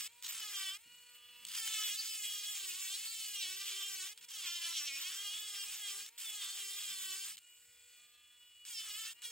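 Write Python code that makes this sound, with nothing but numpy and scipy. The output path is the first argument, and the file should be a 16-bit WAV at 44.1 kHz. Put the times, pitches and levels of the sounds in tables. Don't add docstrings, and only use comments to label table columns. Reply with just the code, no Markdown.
import sys
import numpy as np
from scipy import signal
from scipy.fft import rfft, irfft, next_fast_len
from scipy.io import wavfile
from scipy.ndimage import uniform_filter1d, map_coordinates

SR = 44100
rng = np.random.default_rng(int(sys.argv[2]) if len(sys.argv) > 2 else 0)


def wrap_up_sound(samples):
    columns = np.atleast_2d(samples).T
    tamed = np.clip(columns, -1, 1)
    steps = np.round(tamed * 32767).astype(np.int16)
    wavfile.write(sys.argv[1], SR, steps)


N = 410571

# touch, lift, dig-in length and ease-off length in seconds; rasp in dB at touch,
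# dug in and before easing; seconds to wear a groove; stone body and grit hiss in dB over the rasp.
CUT_EVENTS = [(-.01, 0.083, 0.0061, 0.016, -49, -45.5, -48, 0.04, -16, 1.5),
              (0.224, 0.778, 0.021, 0.028, -62, -49, -49, 0.22, -13.5, 1.5),
              (1.465, 4.14, 0.086, 0.067, -58, -46, -50, 0.18, -21, 3),
              (4.177, 4.201, 0.00071, 0.011, -58, -56.5, -67, 0.055, -14.5, 3),
              (4.209, 4.256, 0.057, 0.026, -64, -52, -52.5, 0.032, -15.5, 2),
              (4.284, 6.099, 0.12, 0.089, -53.5, -48.5, -48.5, 0.076, -17, 2),
              (6.181, 7.363, 0.037, 0.071, -50.5, -50.5, -48, 0.17, -17.5, 3),
              (8.652, 9.138, 0.068, 0.028, -56.5, -49.5, -52, 0.04, -12, 3),
              (9.219, 9.328, 0.034, .005, -58, -47.5, -53.5, 0.013, -12, 1.5)]
# centre and half-width in seconds, rasp gain and body gain in dB.
CATCH_SWELLS = [(0.427, 0.03, 4, 3), (1.6, 0.14, 1.5, 6.5), (1.798, 0.1, 3.5, 8), (2, 0.0081, -6, 6),
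                (2.055, 0.014, -1.5, 3), (2.238, 0.018, 0.5, -4), (2.447, .012, 6, -1),
                (2.717, 0.026, 1.5, -5), (3.097, 0.043, -3.5, 7), (3.425, 0.041, 5.5, -4),
                (3.588, 0.089, 3, 2.5), (3.95, 0.39, 2, 6.5), (3.69, 0.031, 1.5, -1),
                (4.467, 0.034, 4.5, 0.5), (4.551, 0.04, 6, -4), (4.652, 0.027, 6, -0.5),
                (4.77, 0.033, 7, -12), (4.88, 0.011, 8, -8), (4.929, 0.045, 0.5, -6),
                (5.05, 0.052, 1.5, -3), (5.907, 0.033, 2, -2.5), (6.483, 0.078, 2, 3.5),
                (7.225, 0.027, 2, -7), (8.786, 0.041, 2.5, -8.5), (8.916, 0.013, 7, -2),
                (8.946, .01, 3, -1), (9.049, 0.048, 4.5, 2)]
# centre and half-width in seconds, change in repeating share.
FOOTING_SWELLS = [(0.44, 0.027, 0.4), (0.527, 0.0085, -0.85), (0.64, 0.063, 0.19), (1.785, 0.05, 0.46),
                  (1.892, 0.019, -0.44), (2.058, 0.031, -0.69), (2.333, 0.017, -0.21),
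                  (2.374, 0.034, -0.34), (2.462, 0.014, -0.1), (2.56, 0.042, -0.4), (3.103, 0.023, 0.41),
                  (2.704, 0.022, -0.6), (2.98, 0.013, -0.4), (3.065, 0.0097, -0.3), (3.142, .015, 0.26),
                  (3.233, 0.0072, 0.16), (3.42, 0.027, 0.78), (3.47, 0.011, -0.12), (3.705, 0.012, -.7),
                  (3.937, 0.087, 0.26), (4.577, .04, 0.28), (4.744, 0.0077, -0.95), (5.001, 0.025, -0.83),
                  (5.124, 0.031, -0.97), (5.202, 0.014, -0.064), (4.932, 0.024, 0.2),
                  (5.228, 0.0091, -0.55), (5.362, 0.028, -0.65), (5.48, 0.015, -0.1), (5.557, 0.014, -0.41),
                  (5.652, .012, -1.1), (5.743, 0.041, -1.2), (5.863, 0.054, -0.0058), (6.002, 0.064, -0.5),
                  (6.325, 0.015, -0.16), (6.464, 0.044, -0.81), (6.574, 0.044, -0.9), (6.71, 0.038, 0.15),
                  (6.802, 0.03, -0.79), (6.918, .025, -0.2), (7.032, .04, -0.079), (7.266, 0.047, -0.6),
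                  (8.824, 0.017, -0.092), (8.89, 0.012, -0.44), (8.97, .02, .2), (9.02, .03, -0.17),
                  (9.057, 0.017, -0.5)]
# centre and half-width in seconds, pitch in Hz, level in dB.
RING_SWELLS = [(0, 0.028, 3330, -59), (0.44, 0.025, 3060, -49), (0.59, 0.044, 3260, -46),
               (0.69, 0.057, 3220, -44), (1.652, 0.081, 3290, -45), (1.857, 0.099, 3180, -44),
               (2.285, 0.079, 3160, -46.5), (2.494, 0.087, 3290, -49), (2.71, 0.022, 2730, -48.5),
               (2.917, 0.059, 3316, -52), (3.335, 0.12, 2900, -52.5), (3.5, 0.091, 3440, -52.5),
               (3.695, 0.029, 3150, -49), (3.826, 0.049, 3276, -45.5), (4.465, 0.11, 3365, -50.5),
               (4.79, 0.038, 2837, -53), (4.935, 0.068, 2280, -47.5), (5.06, 0.04, 3244, -48),
               (5.15, 0.069, 3283, -54), (5.267, 0.092, 3100, -45.5), (5.38, 0.067, 3294, -57),
               (5.5, 0.091, 3230, -48), (5.88, 0.051, 3340, -47.5), (6.29, 0.057, 3410, -51),
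               (6.41, 0.042, 3420, -52), (6.503, 0.097, 3410, -51.5), (6.61, 0.037, 3220, -60),
               (6.7, 0.047, 3113, -58), (6.8, 0.037, 3200, -49.5), (6.91, 0.051, 3347, -49.5),
               (7.0, 0.045, 3423, -58), (7.17, 0.084, 3050, -64), (8.817, 0.073, 3270, -47.5),
               (8.91, 0.012, 3175, -61), (8.953, .015, 3200, -46), (9.02, 0.029, 3245, -55),
               (9.095, 0.021, 2906, -50.5), (9.31, 0.09, 3400, -55)]
SCREECH_SWELLS = [(.6, 0.18, 5070, -56), (1.8, 0.075, 5800, -58), (2.0, 0.017, 4540, -43),
                  (2.06, 0.025, 4740, -48), (2.94, 0.026, 3960, -51), (3.1, 0.06, 4510, -50),
                  (3.24, 0.045, 4390, -54), (3.4, 0.031, 5950, -51), (3.55, 0.075, 4506, -66),
                  (3.95, 0.075, 6100, -56), (4.5, 0.048, 5988, -58), (4.85, 0.2, 5745, -52.5),
                  (5.6, 0.088, 5250, -55), (6.5, 0.048, 4397, -56.5), (6.7, 0.042, 5167, -66),
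                  (7.0, 0.084, 4100, -60.5), (7.22, 0.047, 4920, -55), (8.78, 0.054, 5277, -50)]
# start in seconds, envelope peak in dB before filtering, rise in seconds.
GLANCE_EVENTS = [(0.225, -37.5, 0.00056), (0.234, -43.5, .001), (.2465, -45, .001), (1.4508, -34, .0007),
                 (1.4677, -41.5, 0.0011), (1.676, -30, 0.00092), (4.176, -43.5, 0.00075),
                 (6.062, -42.5, 0.0013), (6.077, -50, 0.0022), (6.088, -46, 0.00088), (6.178, -44, .001),
                 (7.3698, -42.5, 0.00094), (7.378, -44, 0.0021), (7.387, -46, 0.00092),
                 (8.6512, -43, .0007), (8.665, -45, 0.0011), (9.219, -44, 0.00096)]
# time in seconds, speed in Hz.
LOADED_SPEED_HZ = [
    [(0, 407), (.06, 421.7)],
    [(.24, 466), (.37, 445.7), (.47, 417.7), (.6, 391.3), (.7, 381), (.75, 403), (.775, 418)],
    [(1.5, 489), (1.58, 461), (1.61, 446), (1.81, 430), (1.89, 418), (1.92, 405.7), (1.98, 438.6),
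     (2.17, 432), (2.22, 418), (2.4, 404.2), (2.51, 420.5), (2.59, 397), (2.66, 380.6), (2.73, 355),
     (2.8, 383), (2.88, 379.6), (3.02, 434), (3.12, 453.7), (3.23, 431.7), (3.32, 409.5), (3.4, 397),
     (3.47, 371.8), (3.54, 377.7), (3.67, 401), (3.69, 416), (3.74, 384), (3.78, 399), (3.82, 389),
     (3.88, 398.7), (4.0, 369.3), (4.05, 383), (4.1, 413), (4.135, 427)],
    [(4.3, 471), (4.4, 400.3), (4.48, 345.7), (4.68, 340.8), (4.745, 331), (4.82, 290.2), (4.855, 297.8),
     (4.9, 280.2), (4.99, 279.3), (5.035, 348), (5.1, 378.7), (5.245, 412), (5.29, 406.5), (5.4, 429.4),
     (5.55, 403.3), (5.63, 401), (5.71, 418.3), (5.78, 425), (5.84, 407.7), (5.89, 402), (5.935, 389.7),
     (5.98, 400.3), (6.05, 414.7), (6.095, 442)],
    [(6.17, 477), (6.24, 455.3), (6.28, 431.2), (6.39, 411), (6.42, 402.5), (6.48, 393), (6.52, 402),
     (6.565, 390), (6.59, 399), (6.655, 389.5), (6.78, 401.8), (6.8, 416.6), (6.88, 401), (6.97, 383),
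     (7.05, 381.8), (7.13, 377), (7.25, 395.3), (7.31, 422), (7.355, 447)],
    [(8.67, 490), (8.76, 451.5), (8.795, 440.5), (8.85, 433.6), (8.92, 414), (8.96, 422.3), (9.0, 445.3),
     (9.06, 438.6), (9.09, 453.6), (9.135, 460.6)],
    [(9.21, 486), (9.23, 482), (9.31, 462.6)],
]
# time in seconds, whine and air in dB, half-order gain 0-1, unloaded hum and
# hum octave in dB, boosts of overtones 6 and 7 in dB.
MOTOR_CURVES = [(0, -59.5, -67.5, 0, -99, -83, -5, 3), (.45, -73, -60, 0.8, -80, -76, -9, -3),
                (.8, -65.5, -64.5, 0, -101, -82, -8, -1), (.87, -59.5, -63.5, 0.16, -88, -82, -1, -9),
                (1.13, -58.5, -63.5, 0.3, -88, -81, -1.5, -6.5), (1.155, -62, -59, 0.8, -86, -85, 7, -4),
                (1.19, -63.5, -65, 1, -87, -86, 5.5, 5), (1.45, -62.5, -60, 1, -84, -82, 7, 3.5),
                (2.3, -84, -62.5, 0.5, -88, -86.5, -5.5, 13),
                (4.2, -68.5, -65.5, 0.06, -88.5, -83.5, -3, 6), (6.15, -63, -66, 0.52, -88, -81, -21.5, -9),
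                (7.36, -70, -67, 0.4, -100, -87, 3, -10), (7.44, -66, -67, 0.1, -101, -93, 7.5, -20),
                (7.65, -65, -66, 0.1, -89, -95, -9.5, -5.5), (7.96, -60, -65, 0.09, -89, -102, -7, -2.5),
                (8.12, -67, -69.5, 0.98, -99, -101, -4.5, 6), (8.38, -67.5, -69, 0.8, -99, -99, 1.5, 5),
                (8.42, -64, -69, 0.6, -99, -94, 2.5, 5), (8.65, -67, -69, 0.4, -99, -101, 10, 3.5),
                (9.14, -77, -66.5, 0.4, -100, -92, 8.5, -4), (9.18, -65, -67, 1, -100, -87, 4, 4),
                (9.31, -67, -74, 0.2, -71, -72, 9, -9)]
# multiple of shaft speed, relative level in dB.
WHINE_ORDERS_DB = [(0.5, -30), (1, -21), (1.5, -24), (2, -32), (2.5, -11), (3, -13.5), (3.5, -11), (4, -12),
                   (4.5, -10.5), (5, -5.5), (5.5, -2), (6, 1.5), (6.5, -4), (7, -3), (7.5, -19), (8, -16.5),
                   (8.5, -11), (9, -9.5), (10, -15), (10.5, -12.5), (11, -17), (12, -20.5), (13, -19.5),
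                   (14.5, -19), (15.5, -14.5)]
# time in seconds, level in dB.
RATTLE_DB = [(0, -73), (.85, -74), (.95, -70.5), (1.15, -72), (1.22, -79), (1.45, -79), (7.36, -76.5),
             (7.5, -71), (8.03, -71), (8.1, -77.5), (8.65, -75), (9.31, -75)]
LOADED_HUM_DB = [(0.3, -87), (0.35, -81), (0.67, -76), (0.79, -87), (1.38, -88), (1.87, -71.5), (1.99, -85),
                 (2.16, -76), (2.5, -86), (2.63, -74), (3.12, -85), (3.39, -84), (3.53, -75.5),
                 (4.02, -76.5), (4.2, -90), (4.44, -79), (5.35, -80), (5.98, -76.5), (6.16, -90),
                 (6.26, -79), (7.23, -78.5), (7.38, -99), (7.63, -93), (8.61, -98), (8.73, -78), (9.1, -78)]
MURMUR_DB = [(0, -91), (2, -92.5), (3.5, -98.5), (7, -99.5), (7.8, -94.5), (9.31, -89.5)]
# centre and half-width in seconds, level in dB.
SHUDDER_SWELLS = [(2.204, 0.097, -89), (2.7, 0.16, -92), (4.782, 0.094, -85.5), (5.56, 0.084, -88.5),
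                  (5.999, .04, -81), (7.002, 0.16, -83)]
THUD_SWELLS = [(0, 0.069, -84), (0.332, 0.056, -79.5), (0.871, 0.011, -80), (0.978, 0.077, -88),
               (1.408, 0.062, -85), (1.7, 0.15, -85), (1.897, 0.038, -89), (9.31, 0.029, -95)]
# frequency in Hz, relative density in dB.
RASP_SPECTRUM = [(1200, -33), (1900, -14.5), (2500, -6), (3150, 0), (3700, -5.5), (4400, -6), (5200, -4.5),
                 (6000, -6), (7500, -15)]
STONE_BODY_SPECTRUM = [(380, -39), (520, -36), (680, -21), (820, -22), (1000, -9), (1250, -5), (1700, -3),
                       (2200, -4.2), (2600, -4.5), (3200, -23)]
GRIT_HISS_SPECTRUM = [(5000, -22), (6300, -9), (7300, 1), (8500, -3), (10000, -3.5), (11300, -0.5),
                      (12300, -3), (14000, -6), (14900, -7.5), (16000, -6)]
GLANCE_SPECTRUM = [(1200, -11), (2000, -6), (3100, 1.5), (4300, 1), (5800, -6), (7500, 3), (9500, -3),
                   (15000, -6)]
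AIR_BEARING_SPECTRUM = [(300, -20.5), (480, -22), (700, -21.5), (1000, -22.5), (1700, -13.5), (2700, -6),
                        (3300, -8), (3800, -11.5), (4500, -11.5), (5500, -13.5), (7300, -12.5),
                        (9000, -7.5), (11300, -9), (12100, -8.5), (16000, -9)]
RATTLE_SPECTRUM = [(6200, -17), (6900, -5.5), (7500, 0.5), (8300, -1), (9300, -14)]
TABLE_SPECTRUM = [(70, -42), (130, 0.5), (180, 2), (240, -3.5), (330, -8)]
MURMUR_SPECTRUM = [(12, -57), (20, -40), (76, -3.5), (99, -4.5), (145, -27), (168, -23), (290, -22.5),
                   (380, -53), (640, -120)]
# frequency in Hz, phase lead in radians.
LEFT_LEAD_RAD = [(20, 0.01), (3200, 0.011), (4300, 1.08), (5200, 0.95), (5900, 1.47), (7000, 0.023),
                 (8200, 0.056), (9300, 1.8), (10000, 1.79), (10600, 3.13), (12300, 3.15), (13400, 4.53),
                 (14100, 4.3), (15100, 6.5), (16000, 24)]
# frequency in Hz, depth in dB re 1 radian.
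LEAD_WANDER_DB = [(60, -31), (300, -17), (600, -1.5), (1100, -3), (1700, -36), (3100, -49.5), (3800, 6),
                  (5200, -19.5), (6300, -2.5), (7300, -12), (8000, -11.5), (9200, -14), (10700, -29.5),
                  (12200, -75.5), (13600, 6), (15400, -17)]
# frequency in Hz, gain in dB.
LEFT_GAIN_DB = [(300, 0.01), (800, .8), (1200, 0.01), (2800, -.1), (3700, -1.8), (4500, .3), (5200, -1.5),
                (6000, 0.01)]

FREE_HZ, SPIN_UP_S, FULL_LOAD_SAG_HZ, TREMBLE_PER_SAG = 484.6, .04, 88, .02
GROOVED_SHARE, UNWORN_SHARE = 0.84, 0.11
BODY_GRAIN_DROP = 0.41
GRIT_FLATTENING = .5
BODY_DB_PER_SAG_HZ = 0.059
LIFT_DB, BOUNCE_DB = -10, 2
RING_FLOOR_DB, RING_WIDTH_HZ, SCREECH_FLOOR_DB, SCREECH_WIDTH_HZ = -70.5, 271, -91, 500
SKID_BLUR_TURNS = 0.26
DRIFT_DB, FLUTTER_DB = 1.8, 2.2
AIR_BEAT_DEPTH, BEARING_SHAKE_DEPTH = 0.25, .2
RATTLE_SHARPNESS, RATTLE_TONE_GAIN = 2, .6
BAND_LIMIT_HZ = 15870


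def grinding(turns, turns_hz):
    biting, worn, rasp_db, body_db, hiss_db = contact()
    centre_s, width_s, catch_db, boom_db = np.transpose(CATCH_SWELLS)
    catch_db, boom_db = swells(catch_db, centre_s, width_s), swells(boom_db, centre_s, width_s)
    lurch_hz_per_s = uniform_filter1d(np.abs(np.gradient(turns_hz)) * SR, size=1024)
    steady = 1 / (1 + (lurch_hz_per_s / 1400) ** 2)
    centre_s, width_s, change = np.transpose(FOOTING_SWELLS)
    footing = swells(change, centre_s, width_s)
    skid = np.clip(-footing, 0, 1)
    groove_share = UNWORN_SHARE + (GROOVED_SHARE - UNWORN_SHARE) * worn
    repeat = np.clip((groove_share + footing + 0.22 * wobble(25)) * steady, 0, .97)
    turns = turns + 0.01 * wobble(70)
    hand_tremble_db = 0.78 * wobble(12) + 0.82 * wobble(40)
    chatter = amp(hand_tremble_db + BOUNCE_DB * (1 - np.clip(worn, 0, 1)) * wobble(220))
    runout = 1 + 0.42 * np.cos(2 * np.pi * turns + 2 * wobble(12))

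    def layer(spectrum, share, memory_turns):
        source = np.sqrt(share) * grit(turns, memory_turns) + np.sqrt(1 - share) * rng.standard_normal(N)
        return coloured(patchy(source * runout * chatter, depth_db=1.57), spectrum)

    press_db = BODY_DB_PER_SAG_HZ * np.clip(FREE_HZ - turns_hz, 0, 120)
    body_share = np.clip(repeat + BODY_GRAIN_DROP * worn * (1 - skid) * (1 - repeat), 0, 1)
    rasp = amp(catch_db) * layer(RASP_SPECTRUM, repeat, memory_turns=6.0)
    body = amp(body_db + boom_db + press_db) * layer(STONE_BODY_SPECTRUM, body_share, memory_turns=15.4)
    hiss = amp(hiss_db) * layer(GRIT_HISS_SPECTRUM, 0.58 * repeat, memory_turns=6.6)
    ring = ringing(RING_SWELLS, RING_FLOOR_DB, RING_WIDTH_HZ, range(5, 14), turns, turns_hz, skid)
    screech = ringing(SCREECH_SWELLS, SCREECH_FLOOR_DB, SCREECH_WIDTH_HZ, range(8, 21),
                      turns, turns_hz, skid)
    return biting * (amp(rasp_db) * (rasp + body + hiss) + np.sqrt(2 * steady) * (ring + screech))


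def grit(turns, memory_turns, points=128):
    fresh = rng.standard_normal((int(turns[-1]) + 2, points))
    profiles = signal.lfilter([1], [1, -np.exp(-1 / memory_turns)], fresh, axis=0)
    overtones = rfft(profiles, axis=1)
    profiles = irfft(overtones / np.abs(overtones) ** GRIT_FLATTENING, points, axis=1)
    return unit(map_coordinates(profiles.ravel(), [turns * points]))


def contact():
    t = np.arange(N) / SR
    biting, worn, rows = 0, 0, []
    for touch_s, lift_s, dig_s, ease_s, touch_db, early_db, late_db, wear_s, *layers_db in CUT_EVENTS:
        biting += np.clip(np.minimum((t - touch_s) / 0.0006, (lift_s - t) / 0.0071), 0, 1)
        worn += np.clip((t - touch_s) / wear_s, 0, 1) ** 3 * (t < lift_s)
        rows += [(touch_s, touch_db, *layers_db), (touch_s + dig_s, early_db, *layers_db),
                 (lift_s - ease_s, late_db, *layers_db), (lift_s, late_db + LIFT_DB, *layers_db)]
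    return biting, worn, *curves(rows)


def ringing(swell_rows, floor_db, width_hz, orders, turns, turns_hz, skid):
    centre_s, width_s, hz, db = np.transpose(swell_rows)
    ring_hz = np.interp(np.arange(N) / SR, centre_s, hz)
    tones = 0
    for k in orders:
        gain = amp(1.8 * wobble(30)) * np.exp(-((k * turns_hz - ring_hz) / width_hz) ** 2)
        phase = k * turns + 0.15 * wobble(40) + SKID_BLUR_TURNS * skid * wobble(250) + rng.random()
        tones += gain * np.sin(2 * np.pi * phase)
    return (amp(floor_db) + swells(amp(db), centre_s, width_s)) * tones


def glances():
    scrapes, t = np.zeros(N + SR), np.arange(SR // 50) / SR
    for start_s, db, rise_s in GLANCE_EVENTS:
        envelope = amp(db) * t / rise_s * np.exp(1 - t / rise_s)
        scrapes[round(start_s * SR):][:len(t)] += envelope * rng.standard_normal(len(t))
    return filtered(scrapes[:N], lambda hz: amp(along([(500, -120), *GLANCE_SPECTRUM], hz)))


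def shaft_hz():
    t = np.arange(N) / SR
    turns_hz, = curves(sum(LOADED_SPEED_HZ, []))
    for cut, next_cut in zip(LOADED_SPEED_HZ, LOADED_SPEED_HZ[1:]):
        lift_s, lift_hz = cut[-1]
        free = (t > lift_s) & (t < next_cut[0][0])
        turns_hz[free] = FREE_HZ - (FREE_HZ - lift_hz) * np.exp(-(t[free] - lift_s) / SPIN_UP_S)
    return uniform_filter1d(turns_hz, size=256) + TREMBLE_PER_SAG * (FREE_HZ - turns_hz) * wobble(20)


def motor(turns, turns_hz):
    whine_db, air_db, half_order_gain, free_hum_db, octave_db, sixth_db, seventh_db = curves(MOTOR_CURVES)
    boost_db = {6: sixth_db, 7: seventh_db}
    load = np.clip((FREE_HZ - turns_hz) / FULL_LOAD_SAG_HZ, 0, 1)
    tones = hum = 0
    for k, db in WHINE_ORDERS_DB:
        if k in (1, 2):
            continue
        waver_db = DRIFT_DB * wobble(2.584) + FLUTTER_DB * wobble(12) + 0.77 * wobble(45)
        gain = amp(db + boost_db.get(k, 0) + waver_db) * (half_order_gain * (1 - load) if k % 1 else 1)
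        tones += gain * np.sin(2 * np.pi * (k * turns + 0.072 * wobble(40) + rng.random()))
    rush = rng.standard_normal(N) * amp(0.73 * wobble(90))
    turn_beat = 1 + AIR_BEAT_DEPTH * np.cos(2 * np.pi * turns)
    air = coloured(patchy(rush * turn_beat, depth_db=-1.0), AIR_BEARING_SPECTRUM)
    hum_db = free_hum_db + load * (curves(LOADED_HUM_DB)[0] - free_hum_db)
    for k, db in ((1, hum_db), (2, octave_db)):
        hum += np.sqrt(2) * amp(db + 1.2 * wobble(7) + 1.4 * k * wobble(14)) * np.sin(2 * np.pi * k * turns)
    hum += shudder(turns)
    whine = unit(tones * (1 + BEARING_SHAKE_DEPTH * wobble(140)))
    return amp(whine_db) * whine + amp(air_db) * air + hum


def rattle(turns):
    gate = np.exp(RATTLE_SHARPNESS * np.cos(2 * np.pi * turns)) * amp(1.8 * wobble(200))
    tone = np.sin(2 * np.pi * (15 * turns + .1 * wobble(30)))
    bursts = gate * (rng.standard_normal(N) + RATTLE_TONE_GAIN * tone)
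    return amp(curves(RATTLE_DB)[0]) * coloured(bursts, RATTLE_SPECTRUM)


def shudder(turns):
    centre_s, width_s, db = np.transpose(SHUDDER_SWELLS)
    envelope = swells(amp(db), centre_s, width_s) * amp(3.0 * wobble(25))
    return np.sqrt(2) * envelope * np.sin(np.pi * turns + 1.6 * wobble(30))


def table_thuds():
    centre_s, width_s, db = np.transpose(THUD_SWELLS)
    cutting = uniform_filter1d(contact()[0], size=2048)
    shaking = amp(-101) + amp(-97) * cutting + swells(amp(db), centre_s, width_s)
    return shaking * amp(4.2 * wobble(13)) * coloured(rng.standard_normal(N), TABLE_SPECTRUM)


def room():
    t = np.arange(N) / SR
    hums = sum(amp(db + 2.8 * wobble(4.6)) * np.sin(2 * np.pi * hz * t)
               for hz, db in ((88, -102.5), (316, -101)))
    thuds = table_thuds()
    murmur = amp(1.5 * wobble(6)) * coloured(rng.standard_normal(N), MURMUR_SPECTRUM)
    return amp(curves(MURMUR_DB)[0]) * murmur + thuds + hums


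def microphone_ports(sound):
    side = np.array([[1], [-1]])

    def response(hz):
        return np.exp(.5j * side * along(LEFT_LEAD_RAD, hz)) * amp(side * along(LEFT_GAIN_DB, hz) / 2)

    stray = filtered(sound * wobble(60),
                     lambda hz: .5j * side * amp(along(LEAD_WANDER_DB, hz)) * response(hz))
    return filtered(sound, response) + stray


def amp(db):
    return 10 ** (np.asarray(db) / 20)


def unit(x):
    return x / np.sqrt(np.mean(x ** 2) + 1e-20)


def along(points, hz):
    points_hz, values = np.transpose(points)
    return np.interp(np.log(hz + 1), np.log(points_hz + 1), values)


def curves(rows):
    time_s, *columns = np.transpose(rows)
    return [np.interp(np.arange(N) / SR, time_s, column) for column in columns]


def swells(sizes, centre_s, width_s):
    grid = np.arange(0, N + 16, 16)
    bells = np.exp(-((grid / SR - np.c_[centre_s]) / np.c_[width_s]) ** 2)
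    return np.interp(np.arange(N), grid, sizes @ bells)


def wobble(rate_hz):
    grid = np.arange(0, N + 16, 16)
    knots = rng.standard_normal(int(N * rate_hz / SR) + 6)
    return np.interp(np.arange(N), grid, map_coordinates(knots, [grid * rate_hz / SR]))


def filtered(x, response):
    size = next_fast_len(N + 8192)
    return irfft(rfft(x, size) * response(np.fft.rfftfreq(size, 1 / SR)), size)[..., :N]


def coloured(x, spectrum):
    closed = [(spectrum[0][0] / 2, -120), *spectrum, (spectrum[-1][0] * 2, -120)]
    return unit(filtered(x, lambda hz: amp(along(closed, hz))))


def patchy(x, depth_db):
    frames = signal.stft(x, nperseg=512)[2]
    field = uniform_filter1d(rng.standard_normal(frames.shape), size=9, axis=0)
    field = uniform_filter1d(field, size=12, axis=1)
    return unit(signal.istft(frames * amp(depth_db * unit(field)), nperseg=512)[1][:N])


def scene():
    turns_hz = shaft_hz()
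    turns = np.cumsum(turns_hz) / SR
    tool = grinding(turns, turns_hz) + glances() + motor(turns, turns_hz) + rattle(turns)
    return microphone_ports(tool + room())


def record(dry):
    return filtered(dry, lambda hz: hz < BAND_LIMIT_HZ)


dry = scene()
out = record(dry)
wrap_up_sound(out)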